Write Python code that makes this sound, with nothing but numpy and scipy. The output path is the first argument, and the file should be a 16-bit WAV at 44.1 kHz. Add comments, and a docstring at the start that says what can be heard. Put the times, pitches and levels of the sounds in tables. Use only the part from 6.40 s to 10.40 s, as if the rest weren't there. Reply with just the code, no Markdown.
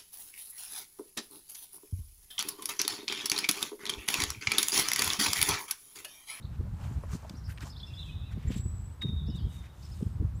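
"""Slow footsteps crunch across a frozen field at sunrise.
Each sole knocks on hard ground, crushes turf and sheds fizzing frost; a few stalks snap.
A breeze buffets the microphone with rumble and soft thumps. Small birds chirp and whistle
in the hedge, and the trees answer with a soft echo over the far hush of the countryside."""
import sys
import numpy as np
from scipy import signal
from scipy.fft import rfft, irfft, next_fast_len
from scipy.io import wavfile
from scipy.ndimage import uniform_filter1d

SR = 44100
rng = np.random.default_rng(int(sys.argv[2]) if len(sys.argv) > 2 else 0)


def wav_record(signal):
    """Record a signal, one row per channel, as 16-bit PCM in the file named by sys.argv[1]."""
    frames = np.transpose(np.atleast_2d(signal))
    bounded = np.clip(frames, -1, 1)
    # unit amplitude maps onto the largest positive 16-bit level
    quanta = np.round(bounded * 32767).astype(np.int16)
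    wavfile.write(sys.argv[1], SR, quanta)


N = 176400
TIME = np.arange(N) / SR


def amp(db):
    """Decibels to gain."""
    return 10 ** (np.asarray(db) / 20)


def unit(x):
    """Scales to rms 1."""
    return x / np.sqrt(np.mean(x ** 2) + 1e-20)


def add(mix, start, sound):
    """Lays a sound into the mix at a time in seconds."""
    part = mix[max(round(start * SR), 0):][:len(sound)]
    part += sound[:len(part)]


def colour(x, curve):
    """Shapes a signal with an EQ curve, at rms 1."""
    hz, db = np.transpose(curve)
    f = np.fft.rfftfreq(len(x), 1 / SR)
    gain = amp(np.interp(np.log(f + 1), np.log(hz), db))
    return unit(irfft(rfft(x) * gain, len(x)))


def resonate(x, hz, q):
    """One broad resonance, at rms 1."""
    f = np.fft.rfftfreq(len(x), 1 / SR) + 1
    return unit(irfft(rfft(x) / (1 + 1j * q * (f / hz - hz / f)), len(x)))


def drift(size, hz):
    """Smooth random modulation, up to about hz."""
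    n = next_fast_len(max(size, 8192))
    f = np.fft.rfftfreq(n, 1 / SR)
    return unit(irfft(rfft(rng.standard_normal(n)) * np.exp(-(f / hz) ** 2), n))[:size]


# Tone of the ambience bed: (frequency [Hz], relative level [dB])
HUSH_EQ = [(20, -0.5), (200, 11), (500, 1.5), (1050, 3), (1500, -1.5), (2400, -9.5), (4000, -13),
           (8000, -16.5), (15000, -19)]

def hush(level_db=-59.5):
    """Far countryside air: a bed of noise that barely breathes."""
    return amp(level_db) * colour(rng.standard_normal(N), HUSH_EQ) * amp(0.39 * drift(N, hz=6.6))


# Tone of the wind rumble: (frequency [Hz], relative level [dB])
RUMBLE_EQ = [(15, -66), (30, -10), (55, 1), (80, 2.5), (120, -4), (180, -12.5), (280, -26.5), (450, -43.5),
             (1000, -65), (16000, -100)]
# Fader ride of the gusts: (time [s], level [dB])
GUSTS = [(0, -45), (.1, -33.5), (.3, -35), (.65, -34.5), (.9, -43.5), (1.1, -37), (1.2, -39.5), (1.45, -40),
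         (1.85, -35.5), (2.17, -37.5), (2.45, -35.5), (2.59, -47.5), (2.66, -32.5), (3.03, -34),
         (3.15, -38.5), (3.36, -52), (3.48, -34.5), (4, -33.5)]

def breeze(trim_db=-2):
    """Lumpy low turbulence on the microphone, swelling with each gust."""
    rumble = colour(rng.standard_normal(N), RUMBLE_EQ)
    gust_db = np.interp(TIME, *np.transpose(GUSTS))
    return rumble * amp(gust_db + 2 * drift(N, hz=17) + trim_db)


# Wind thumps: (time [s], peak level [dB], pitch [Hz])
EDDY_THUMPS = [(0.051, -26, 84), (0.202, -20.5, 70.4), (.211, -34, 248), (.514, -34.5, 213),
               (0.709, -28, 61), (0.737, -23.5, 108), (0.754, -24.5, 150), (0.91, -32.5, 230),
               (0.945, -32, 172), (1.239, -30, 175), (1.97, -21.5, 77.4), (1.977, -27.5, 170),
               (2.082, -18, 64.6), (2.106, -23.5, 210), (2.166, -20.5, 134), (2.2, -23, 84.6),
               (2.262, -21.5, 83), (2.34, -28.5, 78.6), (2.82, -30, 112), (2.056, -24.5, 98),
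               (0.444, -29.5, 73.6), (0.583, -26.5, 111), (2.647, -28.5, 210), (2.657, -22.5, 111),
               (2.695, -24.5, 120), (2.734, -30, 176), (2.771, -26, 73), (2.891, -26.5, 161),
               (2.905, -31.5, 188), (2.954, -28.5, 126), (3.014, -30.5, 134), (3.052, -22, 66.4),
               (3.071, -26.5, 142), (3.629, -23, 203), (3.668, -20, 91), (3.807, -18, 69.4),
               (3.816, -29, 142), (3.827, -30.5, 242), (3.851, -20, 80)]
# Tone of the flutter around each thump: (frequency [Hz], relative level [dB])
WAKE_EQ = [(60, -39), (140, 9.5), (200, 2.5), (280, -5), (400, -8), (550, -21), (900, -34), (16000, -100)]

def eddies(width_cycles=0.43, wake_db=-15.5, wake_s=0.013):
    """Single eddies thump the microphone, each inside a wake of smaller ones."""
    thumps, wake = np.zeros(N), np.zeros(N)
    t = np.arange(-SR // 20, SR // 20) / SR
    for middle, db, hz in EDDY_THUMPS:
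        pulse = np.cos(2 * np.pi * hz * t) / np.cosh(hz * t / width_cycles) ** 2
        add(thumps, middle + t[0], amp(db) * pulse)
        add(wake, middle + t[0], amp(db + wake_db) * hz / 160 * np.exp(-(t / wake_s) ** 2))
    return thumps + wake * colour(rng.standard_normal(N), WAKE_EQ)


def tree_echo(x, t60_s=1.4, top_hz=5200):
    """Scattered reflections from trunks and hedge, dulled by the air."""
    t = TIME[:SR]
    taps = rng.standard_normal(SR) * (rng.random(SR) < 900 / SR)
    taps *= amp(-60 * t / t60_s) * np.minimum(t / 0.0025, 1)
    dull = signal.sosfilt(signal.butter(2, top_hz, fs=SR, output="sos"), x)
    return signal.fftconvolve(dull, taps / np.linalg.norm(taps))[:N]


def twig_smear(x, decay_s=0.025, wet_db=-2):
    """Branches close around the birds smear every note with quick reflections."""
    t = TIME[:SR // 4]
    taps = rng.standard_normal(len(t)) * (rng.random(len(t)) < 1500 / SR) * np.exp(-t / decay_s)
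    return x + amp(wet_db) * signal.fftconvolve(x, taps / np.linalg.norm(taps))[:N]


def sing(hz, gain, waver, flutter_db=4):
    """A near-pure bird tone that wavers in pitch and flutters in level."""
    turns = np.cumsum(hz * (1 + waver * drift(len(hz), hz=199))) / SR
    flutter = amp(flutter_db * drift(len(hz), hz=89))
    return np.sqrt(2) * gain * flutter * np.sin(2 * np.pi * turns)


# Bird notes: (start [s], length [s], foot pitch [Hz], top pitch [Hz], level [dB])
CHIRP_NOTES = [(0.023, 0.035, 3400, 4370, -62.5), (0.623, .025, 10900, 10950, -71),
               (1.136, 0.054, 8600, 8440, -73), (0.944, 0.065, 3670, 5750, -61.5),
               (1.036, .04, 3850, 5380, -65), (1.287, 0.052, 3520, 5250, -62),
               (1.322, 0.037, 3160, 3750, -67), (1.359, 0.056, 3090, 4450, -59.5),
               (1.372, 0.041, 4000, 5480, -65.5), (1.398, 0.027, 2780, 3600, -57.5),
               (1.429, .03, 3290, 3500, -54.5), (1.452, 0.063, 3620, 5370, -68),
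               (1.472, .044, 2610, 2750, -62), (1.484, 0.03, 3130, 3840, -64),
               (1.532, 0.019, 3240, 3470, -56), (1.541, 0.037, 3720, 5200, -66),
               (1.549, 0.0606, 2680, 2830, -65), (1.563, 0.081, 3400, 3637, -55),
               (1.578, 0.058, 3658, 4010, -53), (1.629, 0.09, 2890, 3300, -63.5),
               (1.652, .062, 2535, 2577, -58.5), (1.656, .08, 3500, 3964, -67),
               (1.752, .09, 3500, 3840, -63.5), (1.831, 0.072, 2493, 2650, -66.5),
               (1.848, 0.068, 3550, 3860, -66), (2.858, 0.068, 3660, 5430, -61.5),
               (2.874, 0.096, 2610, 3020, -68), (2.944, .05, 3276, 3790, -58),
               (2.965, .056, 3770, 4880, -63), (2.983, 0.15, 2675, 3240, -66.5),
               (3.105, .12, 3675, 3710, -65.5), (3.418, 0.055, 3400, 5550, -64),
               (3.51, 0.034, 3460, 5330, -62.5), (3.572, .2, 8030, 8150, -77.5),
               (3.945, 0.12, 7130, 8000, -72)]

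def chirps(fall_hz=200, fade_db=-3):
    """Small birds sing short arched notes, sinking and fading as they go."""
    out = np.zeros(N)
    for start, length, foot_hz, top_hz, db in CHIRP_NOTES:
        along = np.linspace(-1, 1, int(length * SR))
        arch = 1 - along ** 2
        bend = arch + 0.04 * drift(len(arch), hz=80.4)
        pitch = foot_hz + (top_hz - foot_hz) * bend - fall_hz * along / 2
        gain = amp(db + fade_db * along / 2) * np.minimum(arch * 3, 1)
        add(out, start, sing(pitch, gain, waver=0.016))
    return out


# Contours of a thin high whistle and a lower, louder one: (time [s], pitch [Hz], level [dB])
HIGH_WHISTLE = [(2.071, 7190, -74), (2.081, 7290, -54.5), (2.099, 7750, -63.5), (2.165, 7660, -57.5),
                (2.192, 7700, -56), (2.234, 7830, -59.5), (2.321, 7860, -58.5), (2.398, 7730, -63),
                (2.521, 8000, -64), (2.528, 7900, -64)]
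LOW_WHISTLE = [(2.61, 3800, -71), (2.616, 3750, -44), (2.677, 3692, -51.5), (2.691, 3555, -56),
               (2.729, 3708, -61.5), (2.778, 3586, -60), (2.81, 3540, -63), (2.9, 3500, -70)]

def whistles(trill_hz=85, trill_depth=0.003):
    """Two long gliding bird whistles, each carrying a fast trill."""
    out = np.zeros(N)
    for contour in HIGH_WHISTLE, LOW_WHISTLE:
        times, hz, db = np.transpose(contour)
        t = np.arange(times[0], times[-1], 1 / SR)
        trill = 1 + trill_depth * np.sin(2 * np.pi * trill_hz * t)
        pitch = np.interp(t, times, hz) * trill
        add(out, times[0], sing(pitch, amp(np.interp(t, times, db)), waver=0.0042))
    return out


def impacts(hits, tick_db, tick_cycles, decay_s, q):
    """Contact or breakage: a damped pulse for the attack, a dying burst of debris for the tail."""
    out, t = np.zeros(N), TIME[:2048]
    for start, db, hz in hits:
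        tick = np.sin(2 * np.pi * hz * t) * np.exp(-t * hz / tick_cycles)
        add(out, start, amp(db + tick_db) * tick[:512])
        debris = resonate(resonate(rng.standard_normal(len(t)), hz, q), hz, q)
        add(out, start, amp(db) * debris * np.exp(-t / decay_s) * np.minimum(t * hz, 1))
    return out


# Stalk hits: (time [s], level [dB], pitch [Hz])
STALK_SNAPS = [(.896, -40, 3970), (1.176, -44, 2370), (1.182, -44, 2190), (1.206, -46, 4500),
               (2.62, -36, 2370), (3.629, -57, 4320)]

def snaps():
    """Frozen stalks break with a short, bright crack."""
    return impacts(STALK_SNAPS, tick_db=-3, tick_cycles=1.5, decay_s=0.0027, q=1.0)


# Sole hits: (time [s], level [dB], pitch [Hz])
SOLE_KNOCKS = [(.252, -49.5, 450), (.267, -51, 606), (.636, -43.5, 464), (.636, -47.5, 980),
               (.828, -48, 670), (.846, -44.5, 670), (.894, -46.5, 570), (1.268, -51, 764),
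               (2.103, -44, 485), (2.163, -52, 415), (2.882, -44, 397), (3.607, -43, 330)]

def knocks():
    """A sole meets hard ground with a dull knock."""
    return impacts(SOLE_KNOCKS, tick_db=1.5, tick_cycles=0.86, decay_s=0.0088, q=1.67)


def breaking_blades(grains_per_s=3200, ring_cycles=2.14, swish=0.92, clump_db=1.5):
    """Countless icy blades break in clumps, each with a brief ring, over a soft swish."""
    grains, t = np.zeros(N), TIME[:512]
    pitches = np.geomspace(600, 14000, num=20)
    for hz in pitches:
        share = np.sqrt(hz) / np.sqrt(pitches).sum()
        clicks = rng.choice([-1., 1.], N) * (rng.random(N) < share * grains_per_s / SR)
        clicks *= amp(0.5 * np.minimum(rng.exponential(1, N), 3))
        ring = np.sin(2 * np.pi * hz * t) * np.exp(-t * hz / ring_cycles)
        grains += np.sqrt(hz) * unit(signal.oaconvolve(clicks, ring)[:N])
    return (unit(grains) + swish * rng.standard_normal(N)) * amp(clump_db * drift(N, hz=131))


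def patchy(x, depth_db=2, width_hz=700, length_s=0.012):
    """Each clump of blades has its own pitch: brief resonances come and go."""
    spectra = signal.stft(x, nperseg=256, noverlap=192)[2]
    patches = uniform_filter1d(rng.standard_normal(spectra.shape), round(width_hz * 256 / SR), axis=0)
    patches = uniform_filter1d(patches, round(length_s * SR / 64), axis=1)
    spectra *= amp(depth_db * unit(patches))
    return unit(signal.istft(spectra, nperseg=256, noverlap=192)[1][:N])


# Tone of the frost fizz: (frequency [Hz], relative level [dB])
FROST_EQ = [(500, -44), (2000, 6), (3500, 4), (6000, 2), (8500, 0.5), (11000, -3), (15000, 1)]
# Frozen grass giving way underfoot:
# (middle [s], half length [s], turf level [dB], turf pitch [Hz], frost level [dB], frost pitch [Hz])
FOOT_PRESSES = [(0.141, 0.018, -63, 1550, -88, 5000), (0.444, 0.033, -53.5, 795, -90.5, 8000),
                (0.445, 0.02, -60, 2850, -85, 3500), (0.483, 0.11, -57, 830, -68, 7650),
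                (0.725, 0.023, -54.5, 1210, -63, 7800), (.745, .02, -70, 3400, -51.5, 6400),
                (0.816, 0.15, -60.5, 1010, -67, 6500), (1.11, 0.017, -53, 1630, -58, 10100),
                (1.225, 0.013, -49, 1300, -58.5, 4300), (1.228, 0.014, -56.5, 2500, -59, 7000),
                (1.271, 0.024, -55, 900, -55, 6350), (1.566, 0.12, -70, 2510, -71, 7100),
                (1.663, .048, -83, 2400, -67.5, 7800), (1.925, 0.0098, -54.5, 1890, -71, 4300),
                (2.09, 0.08, -60, 1990, -83, 4960), (2.124, 0.013, -50.5, 2650, -59, 5100),
                (2.145, 0.011, -52.5, 2080, -66, 3800), (2.177, 0.02, -54, 3540, -62, 8400),
                (2.626, 0.0063, -47.5, 1400, -63, 8000), (2.673, .023, -62.5, 2130, -77, 5000),
                (2.962, 0.011, -84, 2500, -63, 7450), (3.152, 0.046, -68.5, 2180, -64.5, 8500),
                (3.249, 0.02, -59.5, 1950, -71, 6000), (3.46, 0.074, -69, 3170, -65, 7040),
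                (3.605, 0.075, -68.5, 3100, -66, 8500)]

def crunches():
    """Each press of a foot swells and fades: crushed turf for body, shed frost for sparkle."""
    out = np.zeros(N)
    turf = patchy(breaking_blades())
    frost = colour(patchy(breaking_blades()), FROST_EQ)
    for middle, half, turf_db, turf_hz, frost_db, frost_hz in FOOT_PRESSES:
        press = np.exp(-0.5 * (abs(TIME - middle) / half) ** 1.95)
        body = amp(turf_db) * resonate(turf, turf_hz, q=2.05)
        fizz = amp(frost_db) * resonate(frost, frost_hz, q=1.95)
        out += press * np.roll(body + fizz, rng.integers(N))  # fresh grains for each press
    return out


def scene():
    """Mono mix: birds, hush and wind around the footsteps, with only the birds sent to the echo."""
    song = twig_smear(chirps() + whistles()) * amp(-1.5)
    bed = hush()
    footsteps = snaps() + knocks() + crunches()
    wind = breeze() + eddies()
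    return (bed + wind + song + amp(-6) * tree_echo(song) + footsteps)[None]


def record(dry, low_cut_hz=35.3, high_cut_hz=15400):
    """The microphone sheds the deepest bass; a steep high cut trims the very top."""
    lean = signal.sosfiltfilt(signal.butter(2, low_cut_hz, "high", fs=SR, output="sos"), dry)
    high_cut = signal.firwin(511, high_cut_hz, window=("kaiser", 9), fs=SR)
    return signal.oaconvolve(lean, high_cut[None], "same")


dry = scene()
out = record(dry)
wav_record(out)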